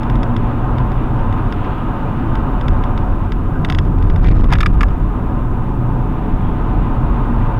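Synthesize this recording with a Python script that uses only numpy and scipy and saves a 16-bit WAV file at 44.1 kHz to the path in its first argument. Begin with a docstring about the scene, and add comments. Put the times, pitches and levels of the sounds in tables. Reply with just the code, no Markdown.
"""A deep boom, a tyre roar and an engine hum fill a car on a highway, heard from a camera at the windscreen.
The car slows, rolls over a level crossing and picks up speed. Shaped noise makes the boom, roar and air hiss;
sine waves on multiples of the wheel and firing rates make the tyre drone and the engine.
Loose plastic rings in light ticks and, on the rails, in hard knocks; an oncoming car swells and fades.
The camera adds hiss, whine and chirps, overloads on the deepest booms and limits the peaks."""
import sys
import numpy as np
from scipy import signal
from scipy.fft import rfft, irfft
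from scipy.io import wavfile
from scipy.ndimage import uniform_filter1d, minimum_filter1d

SR = 44100
rng = np.random.default_rng(int(sys.argv[2]) if len(sys.argv) > 2 else 0)


def to_wav(s):
    """Save 16-bit WAV."""
    ch = np.atleast_2d(s).T  # columns
    pcm = np.round(np.clip(ch, -1, 1) * 32767)  # PCM
    wavfile.write(sys.argv[1], SR, pcm.astype(np.int16))


N = 334719
T = np.arange(N) / SR
HIT_T = T[:3000]  # the time within one short contact


def undb(db):
    """Turn decibels into a gain."""
    return 10 ** (np.asarray(db) / 20)


def unit(x):
    """Scale a sound to an average (rms) level of 1."""
    return x / np.sqrt(np.mean(x ** 2))


def curves(table):
    """Draw each column of a time table as a smooth run of samples."""
    s, *columns = np.transpose(table)
    return [np.interp(T, s, column) for column in columns]


def walk(rate_hz):
    """Wander at random: levels held for 1 / rate seconds, smoothed twice, rms 1."""
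    hold = int(SR / rate_hz)
    held = rng.standard_normal(1024)[np.arange(N) // hold]
    return unit(uniform_filter1d(uniform_filter1d(held, hold), hold))


def noise(colour, resonances=()):
    """Make noise of rms 1 with a broad colour, lifted around each resonance."""
    f = np.arange(N // 2 + 1) * SR / N
    hz, db = np.transpose(colour)
    gain = undb(np.interp(np.log(f + 1), np.log(hz), db))
    # beyond its ends the colour falls away steeply
    gain = gain * np.minimum(f / hz[0], 1) ** 2 * np.minimum(hz[-1] / (f + 1), 1) ** 2
    for centre, width, lift_db in resonances:
        gain = gain * undb(lift_db / (1 + (2 * (f - centre) / width) ** 2))
    return unit(irfft(rfft(rng.standard_normal(N)) * gain, N))


def even(x, span_s):
    """Hold a noise's slow level steady, keeping its quick beating."""
    span = int(span_s * SR)
    power = uniform_filter1d(uniform_filter1d(x ** 2, span), span)
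    return x / np.sqrt(power)


def stretch(start_s, end_s, edge_s):
    """Give 1 while the car is on a stretch of road and 0 elsewhere, with soft edges."""
    return (np.tanh((T - start_s) / edge_s) - np.tanh((T - end_s) / edge_s)) / 2


def rotor(turn_hz, orders, waver_db, slip_rad):
    """Add up sines at multiples of a turning rate, each wavering in level and phase."""
    turn = 2 * np.pi * np.cumsum(turn_hz) / SR
    total = np.zeros(N)
    for multiple, db in orders:
        level = undb(db + waver_db * walk(5.5))
        start = 2 * np.pi * rng.random()
        total += level * np.sin(multiple * turn + slip_rad * walk(4) + start)
    return unit(total)


def ring(modes, scatter_db, detune, contact_hz):
    """Strike a set of fading tones, peak 1; neighbouring tones swing in opposite directions."""
    hz, db, t60 = np.transpose(modes)[:, :, None]
    weight, shift = rng.standard_normal((2, len(modes), 1))
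    direction = (-1) ** np.arange(len(modes))[:, None]
    swing = direction * np.sin(2 * np.pi * hz * (1 + detune * shift) * HIT_T)
    fade = np.exp(-np.log(1000) * HIT_T / t60)
    y = np.sum(undb(db + scatter_db * weight) * fade * swing, axis=0)
    # a softer contact pushes for longer and wakes less treble
    softness = signal.butter(2, min(contact_hz, SR / 3), fs=SR, output="sos")
    y = signal.sosfilt(softness, y)
    return y / np.abs(y).max()


def add(out, s, sound):
    """Mix a short sound in at time s."""
    i = int(s * SR)
    out[i:i + len(sound)] += sound[:N - i]


# bumps in the road, the biggest at the rails: (time [s], cabin boom level [dB])
BUMPS = [(0.2, -17), (0.45, -17), (0.94, -16.5), (1.22, -15.5), (2.32, -14), (2.711, -11.5), (3.08, -14),
         (3.45, -18.5), (3.8, -13), (4.07, -8.5), (4.3, -5.5), (4.441, -8), (4.74, -9.5), (5.47, -16.5),
         (5.93, -23), (6.35, -13.5), (6.78, -14.5), (7.07, -13), (7.4, -14.5)]
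BUMP_RISE_S, BUMP_DECAY_S, STEADY_BOOM_DB = 0.083, 0.33, -19.5


def heave():
    """Find the cabin boom's level in dB: each bump's energy adds to that of the steady road."""
    power = undb(STEADY_BOOM_DB) ** 2
    for s, db in BUMPS:
        before, after = np.minimum(T - s, 0), np.maximum(T - s, 0)
        swell = np.exp(-(before / BUMP_RISE_S) ** 2 - after / BUMP_DECAY_S)
        power = power + (undb(db) * swell) ** 2
    return 10 * np.log10(power)


# colour of the cabin's boom: (frequency [Hz], relative level [dB per Hz])
BOOM_COLOUR = [(8, -22), (17, 8), (31, 2), (45, 3), (56, -13.5), (80, -7.5), (100, -10), (150, -32.5)]
# the cabin's lowest air resonance: (frequency [Hz], width [Hz], lift [dB])
BOOM_RESONANCE = [(42.1, 31, 5.5)]
# colour of the axles' thump: (frequency [Hz], relative level [dB per Hz])
AXLE_COLOUR = [(52, -5), (66, 0), (74, -3.5), (82, -2.5), (95, -8), (130, -11), (155, -13.5), (190, -17.5)]
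# colour of the body's rumble: (frequency [Hz], relative level [dB per Hz])
BODY_COLOUR = [(70, -24.5), (105, 3), (130, 3), (160, -0.5), (210, -7), (243, 1), (280, -4.5), (325, -4.5),
               (370, -10.5), (430, -11.5), (490, -22), (700, -32), (1500, -54)]
# course of the body's rumble, before its gain: (time [s], level [dB])
RUMBLE_LEVEL = [(0.15, -24.5), (0.21, -24), (1.55, -24), (1.59, -26), (2.35, -23), (3.28, -27),
                (3.6, -24.5), (4.66, -23.5), (5.01, -25), (7.41, -23.5), (7.45, -25)]
RUMBLE_GAIN_DB = 3
# the axles swell more steeply than the cabin: level at a 0 dB boom [dB], slope [dB per dB]
AXLE_DB, AXLE_SLOPE = 0, 1.77


def shaking(boom_db):
    """Road texture shakes the cabin air, the axles and the body: three bands of low noise."""
    rumble_db, = curves(RUMBLE_LEVEL)
    boom = even(noise(BOOM_COLOUR, BOOM_RESONANCE), span_s=0.096) * undb(boom_db)
    axle = even(noise(AXLE_COLOUR), span_s=0.14) * undb(AXLE_DB + AXLE_SLOPE * boom_db)
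    body = even(noise(BODY_COLOUR), span_s=0.16) * undb(rumble_db + RUMBLE_GAIN_DB)
    return boom + axle + body


# road speed, also played by tyres(): (time [s], wheel turns [Hz], tyre drone level [dB])
WHEEL_SPEED = [(0, 7.12, -16), (1, 7.08, -20.5), (1.8, 6.03, -28.5), (2.6, 7.36, -23.5), (3.3, 5.82, -23),
               (4.3, 5.5, -17), (5.5, 5.83, -27), (7.59, 7.14, -21)]
# colour of the tread's roar: (frequency [Hz], relative level [dB per Hz])
ROAR_COLOUR = [(300, -4), (550, 1), (800, -3), (1000, 0.5), (1130, -3.5), (1300, -3.5), (1600, -6.5),
               (1760, -17), (2200, -33), (4000, -41.5)]
# air resonances of the cabin that colour the roar: (frequency [Hz], width [Hz], lift [dB])
CABIN_RESONANCES = [(559.5, 28, 5), (742.4, 79, 9.5), (885, 53, 8.5), (1033, 153, 7), (1233, 44, 8.5)]
# colour of the air's hiss: (frequency [Hz], relative level [dB per Hz])
HISS_COLOUR = [(900, 4.5), (1950, 9.5), (2200, 5), (2450, 7), (2950, 2.5), (3250, -2), (3620, -1),
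               (3950, -10), (4500, -15), (7000, -50)]
# levels at the cruising wheel rate, on ordinary asphalt
CRUISE_HZ, ROAR_DB, HISS_DB, SPEED_DB_PER_DOUBLING = 6.5, -27.5, -43.5, 3
# smoother asphalt lies either side of the crossing
SMOOTH_FROM_S, SMOOTH_TO_S, SEAM_S = 3.05, 6.3, 0.23
SMOOTH_ROAR_DB, SMOOTH_HISS_DB = -2.5, -4
# both flutter quickly; the hiss also gusts more slowly
ROAR_FLUTTER_DB, HISS_FLUTTER_DB, HISS_GUST_DB = 0.9, 0.8, 0.5


def roar_and_hiss():
    """Tread roar and air hiss leak in through the glass, louder with speed."""
    wheel_hz, _ = curves(WHEEL_SPEED)
    speed_db = SPEED_DB_PER_DOUBLING * np.log2(wheel_hz / CRUISE_HZ)
    smooth = stretch(SMOOTH_FROM_S, SMOOTH_TO_S, SEAM_S)
    roar_db = ROAR_DB + speed_db + SMOOTH_ROAR_DB * smooth + ROAR_FLUTTER_DB * walk(14)
    hiss_db = HISS_DB + speed_db + SMOOTH_HISS_DB * smooth
    hiss_db = hiss_db + HISS_FLUTTER_DB * walk(30) + HISS_GUST_DB * walk(3.86)
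    return noise(ROAR_COLOUR, CABIN_RESONANCES) * undb(roar_db) + noise(HISS_COLOUR) * undb(hiss_db)


# tyre unevenness: (multiple of the wheel rate, relative level [dB])
TYRE_ORDERS = [(6, -1), (14, -14), (15, 1), (16, -5.5), (17, -21.5), (18, -1), (19, -14), (29, -14.5),
               (33, -5.5), (34, -15)]


def tyres():
    """Uneven tyres repeat their pattern every turn: a drone that follows the speed."""
    turn_hz, db = curves(WHEEL_SPEED)
    return rotor(turn_hz, TYRE_ORDERS, waver_db=2.0, slip_rad=0.35) * undb(db)


# course of the engine: (time [s], firing rate [Hz], level [dB])
ENGINE_SPEED = [(0, 67.6, -29), (2, 64.73, -32.5), (4.4, 58.9, -46), (5.2, 61.15, -24.5), (6.3, 61.54, -21),
                (7.59, 65.25, -31.5)]
# tones of the engine: (multiple of the firing rate, relative level [dB])
ENGINE_ORDERS = [(1, 3), (2, 3.5), (3, 0.5), (4, -11), (7, -9)]


def engine():
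    """Regular firing makes a muffled hum, which grows as the car pulls away."""
    firing_hz, db = curves(ENGINE_SPEED)
    return rotor(firing_hz, ENGINE_ORDERS, waver_db=5.0, slip_rad=0.1) * undb(db)


# colour of the camera's own hiss: (frequency [Hz], relative level [dB per Hz])
SELF_NOISE_COLOUR = [(100, -2), (5000, -2.5), (8000, -3), (15500, -5)]
# the camera's electrical whine: (frequency [Hz], rms level [dB])
WHINE_TONES = [(15215, -81), (15309, -72), (15404, -74), (15499, -82)]
SELF_NOISE_DB = -62


def electronics():
    """The camera's circuits hiss, and whine on a few steady, very high tones."""
    out = noise(SELF_NOISE_COLOUR) * undb(SELF_NOISE_DB)
    for hz, db in WHINE_TONES:
        out += np.sqrt(2) * undb(db) * np.sin(2 * np.pi * hz * T)
    return out


# the crack of a hard contact: (frequency [Hz], relative level [dB per Hz])
CRACK_COLOUR = [(450, -8), (800, -3), (1300, 8), (2000, 2), (2700, 4), (3600, 2), (4100, -1), (5300, -4),
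                (7000, -16), (11000, -24), (15500, -33)]


def burst(length_s):
    """Grind for a few milliseconds: coloured noise, cut off quickly."""
    hz, db = np.transpose(CRACK_COLOUR)
    f = np.arange(len(HIT_T) // 2 + 1) * SR / len(HIT_T)
    gain = undb(np.interp(f, hz, db)) * np.minimum(f / hz[0], 1) ** 2
    grit = irfft(gain * np.exp(2j * np.pi * rng.random(len(f))))
    return unit(grit) * np.exp(-(HIT_T / length_s) ** 2)


# light ticks of loose plastic, before their gain: (time [s], level [dB])
TICK_TIMES = [(0.0317, -27.5), (0.098, -23.5), (0.155, -28), (0.231, -21.5), (0.3645, -23.5), (0.783, -28),
              (0.918, -32), (1.191, -39), (1.3256, -29.5), (1.467, -39), (1.5243, -23.5), (2.354, -26.5),
              (2.611, -26), (2.682, -20.5), (2.8374, -27.5), (2.9766, -24), (3.3204, -23), (3.6479, -15.5),
              (3.6867, -29), (3.6998, -13.5), (3.7227, -19.5), (3.748, -20), (3.786, -17.5), (3.8518, -38),
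              (3.9845, -36), (4.0237, -28), (4.0997, -28), (4.16, -27), (4.2437, -28), (4.271, -26),
              (4.2857, -22), (4.3696, -36), (4.3986, -41), (4.442, -29), (4.4784, -29), (4.504, -29),
              (4.517, -27), (4.8844, -35.5), (4.9059, -40)]
# what the plastic rings with, also in knocks(): (frequency [Hz], relative level [dB], 60 dB fade [s])
PLASTIC_MODES = [(1340, 4, .007), (1670, -9, .037), (1920, -2, .018), (2309, 4.5, .008), (2618, 0, .042),
                 (2802, 2, .01), (3310, -.5, .008), (3581, -1.5, .013), (4370, -2.5, .007),
                 (5253, -19, .022), (5955, -9, .021), (8160, -11, .004), (10697, -6, .005),
                 (14000, -4, .002)]
# each tick also scrapes briefly: level relative to the ring [dB], length [s]
TICK_GAIN_DB, TICK_GRIT_DB, TICK_GRIT_S = 3.5, -17, .0065


def ticks():
    """One loose piece taps the same spot again and again: nearly the same click every time."""
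    out = np.zeros(N)
    for s, db in TICK_TIMES:
        # harder ticks are brighter
        contact_hz = 8500 * undb(0.28 * db)
        click = ring(PLASTIC_MODES, scatter_db=1.0, detune=.004, contact_hz=contact_hz)
        grit = undb(TICK_GRIT_DB) * burst(TICK_GRIT_S)
        add(out, s, undb(db + TICK_GAIN_DB) * (click + grit))
    return out


GLASS_LAG_S, GLASS_DB = .0006, -3


def glass(x):
    """The windscreen throws each contact straight back, as one short echo."""
    lag = int(GLASS_LAG_S * SR)
    return x + undb(GLASS_DB) * np.pad(x, (lag, 0))[:len(x)]


# colour of the camera's chirp: (frequency [Hz], relative level [dB per Hz])
CHIRP_COLOUR = [(11900, -33), (12600, 0), (13200, -33)]
CHIRP_FIRST_S, CHIRP_EVERY_S, CHIRP_LENGTH_S, CHIRP_DB = .29, .555, .025, -71


def chirps():
    """The camera's electronics chirp faintly and very high, about twice a second."""
    # time to the nearest chirp
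    offset = (T - CHIRP_FIRST_S + CHIRP_EVERY_S / 2) % CHIRP_EVERY_S - CHIRP_EVERY_S / 2
    return noise(CHIRP_COLOUR) * undb(CHIRP_DB) * np.exp(-(offset / CHIRP_LENGTH_S) ** 2)


# colour of the oncoming tyres through the glass: (frequency [Hz], relative level [dB per Hz])
ONCOMING_COLOUR = [(900, -13.5), (1250, 5), (1560, -4.5), (1800, -14.5), (2300, -24.5), (2900, -14.5),
                   (3600, -35)]
ONCOMING_DB, PASSING_S, PASSING_WIDTH_S = -36.5, 1.95, 0.68


def oncoming():
    """A car in the opposite lane swells as it nears and fades with distance."""
    distance = np.hypot(1, (T - PASSING_S) / PASSING_WIDTH_S)
    return noise(ONCOMING_COLOUR) * undb(ONCOMING_DB) / distance


# trim rubbing and creaking, and at 4.519 s the low crunch of the first knock, level before the swell: # (time
# [s], length [s], centre frequency [Hz], width [Hz], level [dB])
RUB_TIMES = [(1.52, 0.33, 2730, 1190, -47), (1.637, 0.02, 1200, 1890, -36), (3.525, 0.067, 1540, 140, -37),
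             (4.235, 0.096, 1890, 900, -33.5), (4.252, 0.071, 2980, 2590, -44.5),
             (4.487, 0.086, 1390, 1110, -31.5), (4.519, .022, 857, 380, -15), (6.43, .095, 3250, 250, -53)]
CATCHES_PER_S = 2500


def rubs():
    """Trim panels slip over each other in dense tiny catches, swelling and fading; the first knock crunches in
    the same way."""
    out = np.zeros(N)
    for s, length, hz, width, db in RUB_TIMES:
        n = int(length * SR)
        catches = (rng.random(n) < CATCHES_PER_S / SR) * rng.uniform(-1.2, 1, n)
        low = np.hypot(hz, width / 2) - width / 2
        band = signal.butter(3, [low, low + width], "band", fs=SR, output="sos")
        creak = unit(signal.sosfilt(band, catches))
        swell = np.sqrt(np.sin(np.pi * np.arange(n) / n))
        add(out, s, undb(db) * creak * swell)
    return out


# sharp edges under the wheels: (time [s], level at the top of the swing [dB])
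THUMP_TIMES = [(2.708, -9), (4.29, -7), (4.556, -8)]
# the suspension's swing, and the time its strength takes to peak
THUMP_HZ, THUMP_RISE_S = 75.4, 0.0091


def thumps():
    """A wheel drops over a sharp edge: the suspension gives a few quick, deep swings."""
    out = np.zeros(N)
    for s, db in THUMP_TIMES:
        age = np.maximum(T - s, 0)
        strength = age / THUMP_RISE_S * np.exp(1 - age / THUMP_RISE_S)
        out += undb(db) * strength * np.sin(2 * np.pi * THUMP_HZ * age)
    return out


# colour of the growl: (frequency [Hz], relative level [dB per Hz])
GROWL_COLOUR = [(120, -7), (158, 4), (195, -15)]
WORN_FROM_S, WORN_TO_S, WORN_EDGE_S, GROWL_DB = 3.52, 3.9, 0.028, -21


def worn_patch():
    """A worn patch of road just before the rails makes the tyres growl."""
    growl = even(noise(GROWL_COLOUR), span_s=0.087) * undb(GROWL_DB)
    return growl * stretch(WORN_FROM_S, WORN_TO_S, WORN_EDGE_S)


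# contacts at the strongest boom; their rate falls by so many dB per dB of weaker boom
BUZZ_PER_S, BUZZ_DB, BUZZ_SLOPE = 79, -45, 5.9


def buzz(boom_db):
    """The harder the cabin heaves, the more tiny contacts sizzle in the trim."""
    chance, size = rng.random(N), rng.standard_normal(N)
    rate = BUZZ_PER_S * undb(BUZZ_SLOPE * (boom_db - boom_db.max()))
    contacts = (chance < rate / SR) * undb(BUZZ_DB + 3.0 * size)
    return signal.fftconvolve(contacts, burst(0.0046))[:N]


# hard knocks of the plastic, with the thud's level relative to the clack:
# (time [s], level [dB], chatter length [s], panel thud level [dB])
KNOCK_TIMES = [(4.525, -15, 0.0063, 8), (4.534, -10.5, 0.0051, -6), (4.5535, -29.5, .008, 16),
               (4.585, -22, .0025, 2), (4.6055, -14, 0.0089, 3), (4.6306, -19, 0.00314, 11),
               (4.66, -14, .007, 8.5), (4.8082, -18, 0.0076, 12.5), (4.8317, -19, .004, 9.5)]
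# the heavier panel behind it: (frequency [Hz], relative level [dB], 60 dB fade [s])
PANEL_MODES = [(1172, 6.5, 0.019), (1384, 3, 0.014), (1720, -1.5, 0.027), (2410, 6.5, 0.014),
               (2760, 4, 0.012)]
# relative to the knock; the rebounds fall further over the chatter
KNOCK_CRACK_DB, REBOUND_DB, REBOUND_FALL_DB = -8.5, -6.5, -5.5


def knocks(count=5):
    """On the rails the plastic slams, cracks and chatters in fading rebounds; the panel behind answers."""
    out = np.zeros(N)
    for s, db, length, thud_db in KNOCK_TIMES:
        # uneven rebounds, as shares of the chatter length
        shares = (np.arange(1, count) + rng.random(count - 1)) / count
        rebounds = zip(shares, REBOUND_DB + REBOUND_FALL_DB * shares)
        for share, contact_db in [(0, 0), *rebounds]:
            clack = ring(PLASTIC_MODES, scatter_db=1.5, detune=.015, contact_hz=5800)
            thud = ring(PANEL_MODES, scatter_db=1.5, detune=.025, contact_hz=3000)
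            contact = clack + undb(thud_db) * thud
            add(out, s + share * length, undb(db + contact_db) * contact)
        add(out, s, undb(db + KNOCK_CRACK_DB) * burst(length))
    return out


def scene():
    """Mix everything at the one microphone."""
    boom_db = heave()
    road = shaking(boom_db) + roar_and_hiss() + worn_patch() + thumps()
    vehicles = tyres() + engine() + oncoming()
    trim = glass(ticks() + knocks()) + rubs() + buzz(boom_db)
    camera = electronics() + chirps()
    return (road + vehicles + trim + camera)[None]


def record(dry):
    """Deep booms overload the input and choke quiet sounds; hard knocks break through; peaks are limited."""
    overload_level, sharpness = 0.6, 16
    overloaded = dry / (1 + (np.abs(dry) / overload_level) ** sharpness) ** (1 / sharpness)
    # where the treble is strong, it gets back what the overload took
    ceiling, knock_level, size = .71, .03, 64  # size in samples
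    treble = signal.butter(2, 600, "high", fs=SR, output="sos")
    treble_level = uniform_filter1d(np.abs(signal.sosfiltfilt(treble, dry)), 2 * size)
    through = np.minimum(treble_level / (2 * knock_level), 1) ** 2
    overloaded = overloaded + through * signal.sosfiltfilt(treble, dry - overloaded)
    # a coupling high-pass tilts the flat tops
    coupling = signal.butter(1, 13, "high", fs=SR, output="sos")
    coupled = signal.sosfilt(coupling, overloaded)
    # the limiter turns down smoothly around each peak
    gain = minimum_filter1d(ceiling / np.maximum(np.abs(coupled), ceiling), 2 * size)
    gain = uniform_filter1d(uniform_filter1d(gain, size), size)
    # the very top of the treble is cut
    top_cut = signal.ellip(10, .1, 80, 15900, fs=SR, output="sos")
    return signal.sosfilt(top_cut, coupled * gain)


dry = scene()
out = record(dry)
to_wav(out)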